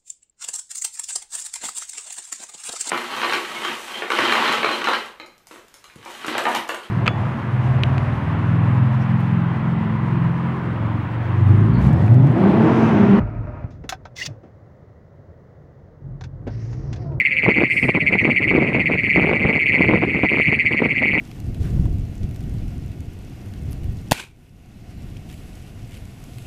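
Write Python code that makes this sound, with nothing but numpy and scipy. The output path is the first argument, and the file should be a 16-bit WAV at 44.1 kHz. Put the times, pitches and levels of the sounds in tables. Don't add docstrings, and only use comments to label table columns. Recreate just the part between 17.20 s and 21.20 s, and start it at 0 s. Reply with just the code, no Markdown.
import sys
import numpy as np
from scipy import signal
from scipy.fft import rfft, irfft
from scipy.io import wavfile
from scipy.ndimage import uniform_filter1d, minimum_filter1d

SR = 44100
rng = np.random.default_rng(int(sys.argv[2]) if len(sys.argv) > 2 else 0)


def unload_wav(signal):
    wavfile.write(
        sys.argv[1],
        SR,
        np.round(np.clip(np.atleast_2d(signal).T, -1, 1) * 32767).astype(np.int16),
    )


N = 176400


def from_db(db):
    return 10 ** (np.asarray(db) / 20)


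def unit_rms(x):
    return x / np.sqrt(np.mean(x ** 2) + 1e-20)


def level(rows):
    return from_db(np.interp(np.arange(N) / SR, *np.transpose(rows)))


def coloured(x, spectrum):
    hz, db = np.transpose(spectrum)
    bin_hz = np.arange(N + 1) * SR / 2 / N
    gain = from_db(np.interp(np.log(bin_hz + 1), np.log(hz), db))
    return irfft(rfft(x, 2 * N) * gain)[:N]


def noise(spectrum):
    return unit_rms(coloured(rng.standard_normal(N), spectrum))


def drift(rate_hz):
    pole = np.exp(-2 * np.pi * rate_hz / SR)
    return unit_rms(signal.lfilter([1], [1, -2 * pole, pole * pole], rng.standard_normal(N + SR))[SR:])


def add(out, start_s, sound):
    i = int(round(start_s * SR))
    a, b = max(i, 0), min(i + len(sound), N)
    if b > a:
        out[a:b] += sound[a - i:b - i]


def chirp(hz, envelope):
    return envelope * np.sin(2 * np.pi * np.cumsum(hz) / SR)


# (frequency [Hz], gain [dB])
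AIR_SPECTRUM = [(30, 0.5), (300, -7.5), (700, -23.5), (1400, -7.5), (3500, -18), (5500, -34), (8500, -45),
                (12000, -47.5), (15500, -50)]


def air(level_db=-47):
    return from_db(level_db) * noise(AIR_SPECTRUM)


# (frequency [Hz], gain [dB])
HISS_SPECTRUM = [(3000, -28.5), (5000, -1), (6300, -15), (7500, -7), (8700, 1.5), (10500, -10),
                 (13000, -16.5), (15500, -27)]
# (time [s], level [dB])
HISS_LEVELS = [(.47, -74), (.52, -50.5), (.66, -53), (.74, -69)]


def hiss():
    return level(HISS_LEVELS) * noise(HISS_SPECTRUM)


# (start [s], length [s], first pitch [Hz], last pitch [Hz], level [dB])
ANIMAL_CALLS = [(.07, .18, 541, 505, -39.5), (0.792, 0.11, 632, 572, -37), (.955, .022, 6270, 5800, -70),
                (1.01, 0.025, 6170, 5750, -54), (3.737, .1, 783, 694, -45)]


def far_animals():
    out = np.zeros(N)
    for start_s, length_s, first_hz, last_hz, db in ANIMAL_CALLS:
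        n = int(length_s * SR)
        add(out, start_s, from_db(db) * chirp(np.linspace(first_hz, last_hz, n), np.hanning(n)))
    return out


# (frequency [Hz], gain [dB])
RUMBLE_SPECTRUM = [(20, -28), (40, -24), (70, -2.5), (120, 4), (220, 3), (330, -3), (500, -10.5),
                   (900, -25), (1600, -28), (4000, -57), (8000, -82)]
# (time [s], level [dB])
RUMBLE_LEVELS = [(0.0, -40), (0.21, -35), (0.28, -24), (0.36, -35), (0.39, -20), (0.48, -35.5), (0.7, -19),
                 (0.71, -28), (1.28, -24.5), (1.32, -17.5), (1.54, -24), (1.57, -17), (1.64, -31),
                 (1.71, -24.5), (1.88, -28), (1.98, -21.5), (2.41, -26.5), (2.75, -16), (2.78, -25),
                 (3.34, -25), (3.43, -32.5), (3.62, -22), (3.73, -26), (3.85, -25), (3.89, -27.5),
                 (3.97, -19), (4.0, -40)]


def wind_rumble(gain_db=-0.5, flutter_db=4):
    rumble = unit_rms(noise(RUMBLE_SPECTRUM) * from_db(flutter_db * drift(28)))
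    return from_db(gain_db) * level(RUMBLE_LEVELS) * rumble


# (time [s], level [dB])
EDDY_HITS = [(0.264, -7.0), (0.293, -7), (0.384, -6), (0.693, -7.5), (1.338, -9.5), (1.351, -5.0),
             (1.38, -6), (1.982, -4), (2.607, -8.5), (2.696, -6.5), (2.734, -10.5), (2.744, -6),
             (2.836, -5.5), (3.622, -2.5)]


def eddy_thumps(hz=330, width_s=.0026, gain_db=-2):
    out = np.zeros(N)
    t = np.arange(-SR // 50, SR // 50) / SR
    for s, db in EDDY_HITS:
        stretched = t * np.exp(.25 * rng.standard_normal())
        swing = np.sin(2 * np.pi * hz * stretched) * np.exp(-(stretched / width_s) ** 2)
        add(out, s + t[0], from_db(db + gain_db) * swing)
    return out


# (start [s], length [s], level [dB])
WIND_GUSTS = [(0.233, 0.013, -24), (0.262, 0.06, -18), (0.358, 0.069, -22), (0.43, 0.014, -19.5),
              (0.622, 0.035, -26), (0.676, 0.024, -20.5), (0.742, 0.046, -20), (0.9, 0.062, -25.5),
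              (0.937, 0.039, -29.5), (1.007, 0.035, -25), (1.048, 0.056, -20), (1.203, 0.031, -29),
              (1.277, 0.012, -26.5), (1.309, 0.08, -18.5), (1.389, 0.14, -23.5), (1.544, 0.075, -22),
              (1.691, 0.066, -24), (1.958, 0.18, -21.5), (2.138, 0.04, -25.5), (2.19, 0.2, -23.5),
              (2.529, 0.044, -27), (2.577, 0.04, -23), (2.604, 0.052, -25.5), (2.685, 0.075, -15.5),
              (2.771, 0.015, -20.5), (2.819, 0.034, -21), (2.945, 0.066, -27), (3.032, 0.03, -20.5),
              (3.101, 0.06, -26), (3.166, 0.041, -19), (3.307, 0.028, -21.5), (3.509, 0.044, -21),
              (3.593, 0.013, -22.5), (3.616, 0.047, -19.5), (3.816, 0.045, -29), (3.933, 0.058, -23.5)]
# (frequency [Hz], gain [dB])
BUFFET_SPECTRUM = [(40, -23), (100, -9), (200, 0), (320, -0.5), (500, -5.5), (750, -13), (1100, -17.5),
                   (1600, -22), (2500, -25), (4000, -46.5), (6000, -65), (10000, -81)]


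def wind_buffets(gust_db=1.5, crackle_db=-7, flutter_db=6.5, eddies_per_s=900, edge_s=.0036, decay_s=.0048):
    t = np.arange(N) / SR
    gusts = sum(from_db(db) * np.clip(np.minimum(t - s, s + length_s - t) / edge_s + .5, 0, 1)
                for s, length_s, db in WIND_GUSTS)
    crackles = sum(from_db(db) * np.clip((t - s) * 1000, 0, 1) * np.exp(-abs(t - s) / decay_s)
                   for s, db in EDDY_HITS)
    impulses = rng.standard_normal(N) * (rng.random(N) < eddies_per_s / SR)
    eddies = unit_rms(impulses * from_db(flutter_db * np.tanh(drift(87))))
    pressure = from_db(gust_db) * gusts * eddies + from_db(crackle_db) * crackles * rng.standard_normal(N)
    return coloured(pressure, BUFFET_SPECTRUM) / np.std(coloured(eddies, BUFFET_SPECTRUM))


def reed_echo(x, gain_db=-10, t60_s=.1, lowpass_hz=3000):
    t = np.arange(SR // 2) / SR
    scatter = rng.standard_normal(len(t)) * from_db(-60 * t / t60_s) * (t > .002)
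    wet = signal.fftconvolve(x, scatter / np.linalg.norm(scatter))[:N]
    return from_db(gain_db) * signal.sosfilt(signal.butter(2, lowpass_hz, fs=SR, output="sos"), wet)


# (frequency [Hz], gain [dB])
SAC_SPECTRUM = [(1200, -26), (1600, -4.5), (1850, 6.5), (2050, 2), (2200, 0.5), (2600, 0), (3000, -2.5),
                (3500, -5), (4400, -3.5), (5400, 1.5), (11500, -1.5), (13000, -5.5)]


def vocal_sac(x):
    return coloured(x, SAC_SPECTRUM)


def trill(notes, pulses, partials, lead_s, period_s, attack_s, fall_s, partial_glide, partial_decay_s,
          vary_db, vary_pitch, vary_period, partial_attack_s=.0011, rasp_db=-48, rasp_low_hz=4000):
    out, effort = np.zeros(N), np.zeros(N)
    t = np.arange(int(.03 * SR)) / SR
    onset = 1 - np.exp(-(t / attack_s) ** 2)
    fall = np.exp(-t / fall_s)
    ringing = (1 - np.exp(-(t / partial_attack_s) ** 2)) * np.exp(-(t / partial_decay_s) ** 2)
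    for (s, db), jitter in zip(notes, rng.standard_normal((len(notes), len(pulses), 4))):
        spacing_s = period_s * (1 + vary_period * jitter[0, 2])
        for k, (pulse_db, top_hz, low_hz, decay_s) in enumerate(pulses):
            tuning = 1 + vary_pitch * jitter[k, 1]
            hz = (low_hz + (top_hz - low_hz) * fall) * tuning
            envelope = from_db(db + pulse_db) * onset * np.exp(-(t / decay_s) ** 2)
            bent_s = np.cumsum(tuning + partial_glide * (fall - .5)) / SR
            tones = sum(from_db(tone_db) * np.sin(2 * np.pi * tone_hz * bent_s)
                        for tone_hz, tone_db in partials)
            upper = from_db(db + .5 * pulse_db) * ringing * tones
            start_s = s - lead_s + (k - 2) * spacing_s
            gain = from_db(vary_db * jitter[k, 0])
            add(out, start_s, gain * (chirp(hz, envelope) + upper))
            add(effort, start_s, gain * envelope)
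    highpass = signal.butter(2, rasp_low_hz, "high", fs=SR, output="sos")
    rasp = signal.sosfilt(highpass, rng.standard_normal(N))
    return out + from_db(rasp_db) * effort * rasp


def far_toads(count=2, level_db=-29):
    out = np.zeros(N)
    for pace_s in rng.uniform(.058, .068, count):
        times_s = np.cumsum(pace_s * rng.uniform(.95, 1.05, size=75)) - rng.uniform(.1, .2)
        out += trill([(s, 0) for s in times_s], TOAD_A_PULSES, partials=[(4450, -36.5), (6800, -41.5)],
                     lead_s=0, period_s=pace_s / 10, attack_s=.0012, fall_s=.0026, partial_glide=.016,
                     partial_decay_s=.0065, vary_db=3, vary_pitch=.019, vary_period=.02)
    return from_db(level_db) * unit_rms(reed_echo(vocal_sac(out)))


SLIDE_ENVELOPE = [(0, 0), (.2, 1), (.55, .7), (1, 0)]


def slides(notes, harmonics_db, delay_s, fade_s, length_s=.018, first_hz=2320, last_hz=1800):
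    out, n = np.zeros(N), int(length_s * SR)
    t = np.arange(n) / SR
    envelope = np.interp(np.arange(n) / n, *np.transpose(SLIDE_ENVELOPE))
    for (s, db), tuning in zip(notes, rng.normal(1, .012, len(notes))):
        hz = np.linspace(first_hz, last_hz, n) * tuning
        for k, harmonic_db in enumerate(harmonics_db, 1):
            fade = np.exp(-(k * t / fade_s) ** 2 / 2)
            add(out, s + delay_s, chirp(k * hz, from_db(db + harmonic_db) * envelope * fade))
    return out


# (time [s], level [dB])
TOAD_A_NOTES = [(0.005, -6.5), (0.0615, -10.5), (0.128, -11), (0.1905, -12), (0.248, -8.5), (0.3105, -8.5),
                (0.376, -8.5), (0.442, -9.0), (0.511, -10.5), (0.5765, -10), (0.639, -11), (0.6995, -12.0),
                (0.76, -14), (0.8175, -14), (0.877, -9), (0.934, -12), (0.9925, -12), (1.0505, -11),
                (1.1095, -11), (1.1745, -10), (1.2395, -11), (1.3025, -9.0), (1.365, -13), (1.4305, -14),
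                (1.4915, -16.5), (1.55, -13.5), (1.61, -11.5), (1.6695, -11.5), (1.7215, -14), (1.787, -11),
                (1.845, -10), (1.905, -8), (1.963, -8), (2.029, -10.0), (2.098, -13.0), (2.1655, -12.5),
                (2.232, -12), (2.299, -10.5), (2.364, -10.0), (2.4285, -10.0), (2.4925, -8), (2.554, -7),
                (2.6235, -7.5), (2.688, -9), (2.753, -12.5), (2.819, -16), (2.885, -16.5), (2.945, -13),
                (3.004, -14.5), (3.062, -11.5), (3.132, -10), (3.1955, -9.5), (3.2605, -9.5),
                (3.3275, -9.0), (3.4005, -7.5), (3.4665, -8), (3.5255, -12), (3.58, -10), (3.646, -14),
                (3.7065, -15), (3.7655, -12.0), (3.832, -10.0), (3.8855, -10.5), (3.949, -9.5)]
TOAD_B_NOTES = [(0.068, -9), (0.125, -13), (0.183, -9), (0.24, -12), (0.298, -11), (0.357, -13.0),
                (0.4145, -12), (0.471, -16), (0.5275, -11.5), (0.5845, -11), (0.6425, -12), (0.7005, -12.5),
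                (0.7595, -13.0), (0.82, -12), (0.881, -10), (0.942, -9.5), (1.003, -10.0), (1.062, -14),
                (1.1195, -12), (1.1785, -10), (1.237, -13.5), (1.295, -11), (1.3585, -14.5), (1.421, -17.5),
                (1.4855, -16), (1.547, -17.0), (1.611, -12.5), (1.6735, -13.5), (1.7385, -13.5),
                (1.8025, -16), (1.8695, -13), (1.9445, -11), (2.0055, -12.5), (2.0725, -13), (2.144, -14.5),
                (2.2115, -14.5), (2.2755, -13.5), (2.344, -12.5), (2.409, -10.5), (2.475, -9),
                (2.5375, -9.5), (2.598, -13), (2.658, -13), (2.7205, -16.5), (2.783, -15.5), (2.845, -17.0),
                (2.9125, -15), (2.9775, -17.0), (3.04, -13.0), (3.103, -9.5), (3.165, -11.5), (3.227, -8),
                (3.2885, -10), (3.3535, -10), (3.417, -13), (3.477, -12.5), (3.5375, -11.5), (3.598, -15.5),
                (3.6605, -13.5), (3.723, -13), (3.7905, -11), (3.8645, -10.5), (3.9255, -12),
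                (3.9935, -10.5)]
# (level [dB], onset pitch [Hz], target pitch [Hz], decay [s])
TOAD_A_PULSES = [(-17.5, 1800, 1600, .0024), (-3, 2507, 2020, .0027), (0, 2643, 2024, 0.0029),
                 (-.5, 2680, 1950, 0.0031), (-5.5, 2617, 1898, 0.0037)]
TOAD_B_PULSES = [(-14, 2400, 2000, 0.0022), (0, 2790, 2028, 0.0028), (1, 3030, 2055, 0.0025),
                 (-1, 3110, 2096, 0.0029), (-3, 2880, 1960, 0.0028)]
# (frequency [Hz], level [dB])
TOAD_A_PARTIALS = [(4450, -28.5), (6750, -44.5), (8700, -56.5), (10000, -54)]
TOAD_B_PARTIALS = [(4450, -40.5), (6700, -57), (7800, -52), (9000, -49), (9700, -54.5), (11150, -46)]
TOAD_A_SLIDE_DB = [-16.5, -41.5]
TOAD_B_SLIDE_DB = [-15.5, -34.5, -59.5, -50, -48]


def near_toads(a_db=4.5, b_db=4):
    toad_a = trill(TOAD_A_NOTES, TOAD_A_PULSES, TOAD_A_PARTIALS,
                   lead_s=.0047, period_s=.0067, attack_s=.001, fall_s=.0019, partial_glide=.044,
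                   partial_decay_s=.0024, vary_db=.5, vary_pitch=.012, vary_period=.008)
    toad_b = trill(TOAD_B_NOTES, TOAD_B_PULSES, TOAD_B_PARTIALS,
                   lead_s=.01, period_s=.0065, attack_s=.001, fall_s=.0016, partial_glide=.027,
                   partial_decay_s=.0034, vary_db=.5, vary_pitch=.014, vary_period=.01)
    toad_a += slides(TOAD_A_NOTES, TOAD_A_SLIDE_DB, delay_s=.0105, fade_s=.023)
    toad_b += slides(TOAD_B_NOTES, TOAD_B_SLIDE_DB, delay_s=.005, fade_s=.028)
    return vocal_sac(from_db(a_db) * toad_a + from_db(b_db) * toad_b)


def scene():
    near = near_toads()
    toads = near + reed_echo(near) + far_toads()
    wind = wind_buffets() + wind_rumble() + eddy_thumps()
    return (toads + wind + air() + hiss() + far_animals())[None]


def record(dry):
    ceiling, stopband_hz = .83, 16800
    gain = minimum_filter1d(np.minimum(1, ceiling / (abs(dry) + 1e-9)), 400)
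    smooth_gain = uniform_filter1d(uniform_filter1d(gain, 200), 200)
    return signal.sosfilt(signal.cheby2(12, 70, stopband_hz, fs=SR, output="sos"), dry * smooth_gain)


dry = scene()
out = record(dry)
unload_wav(out)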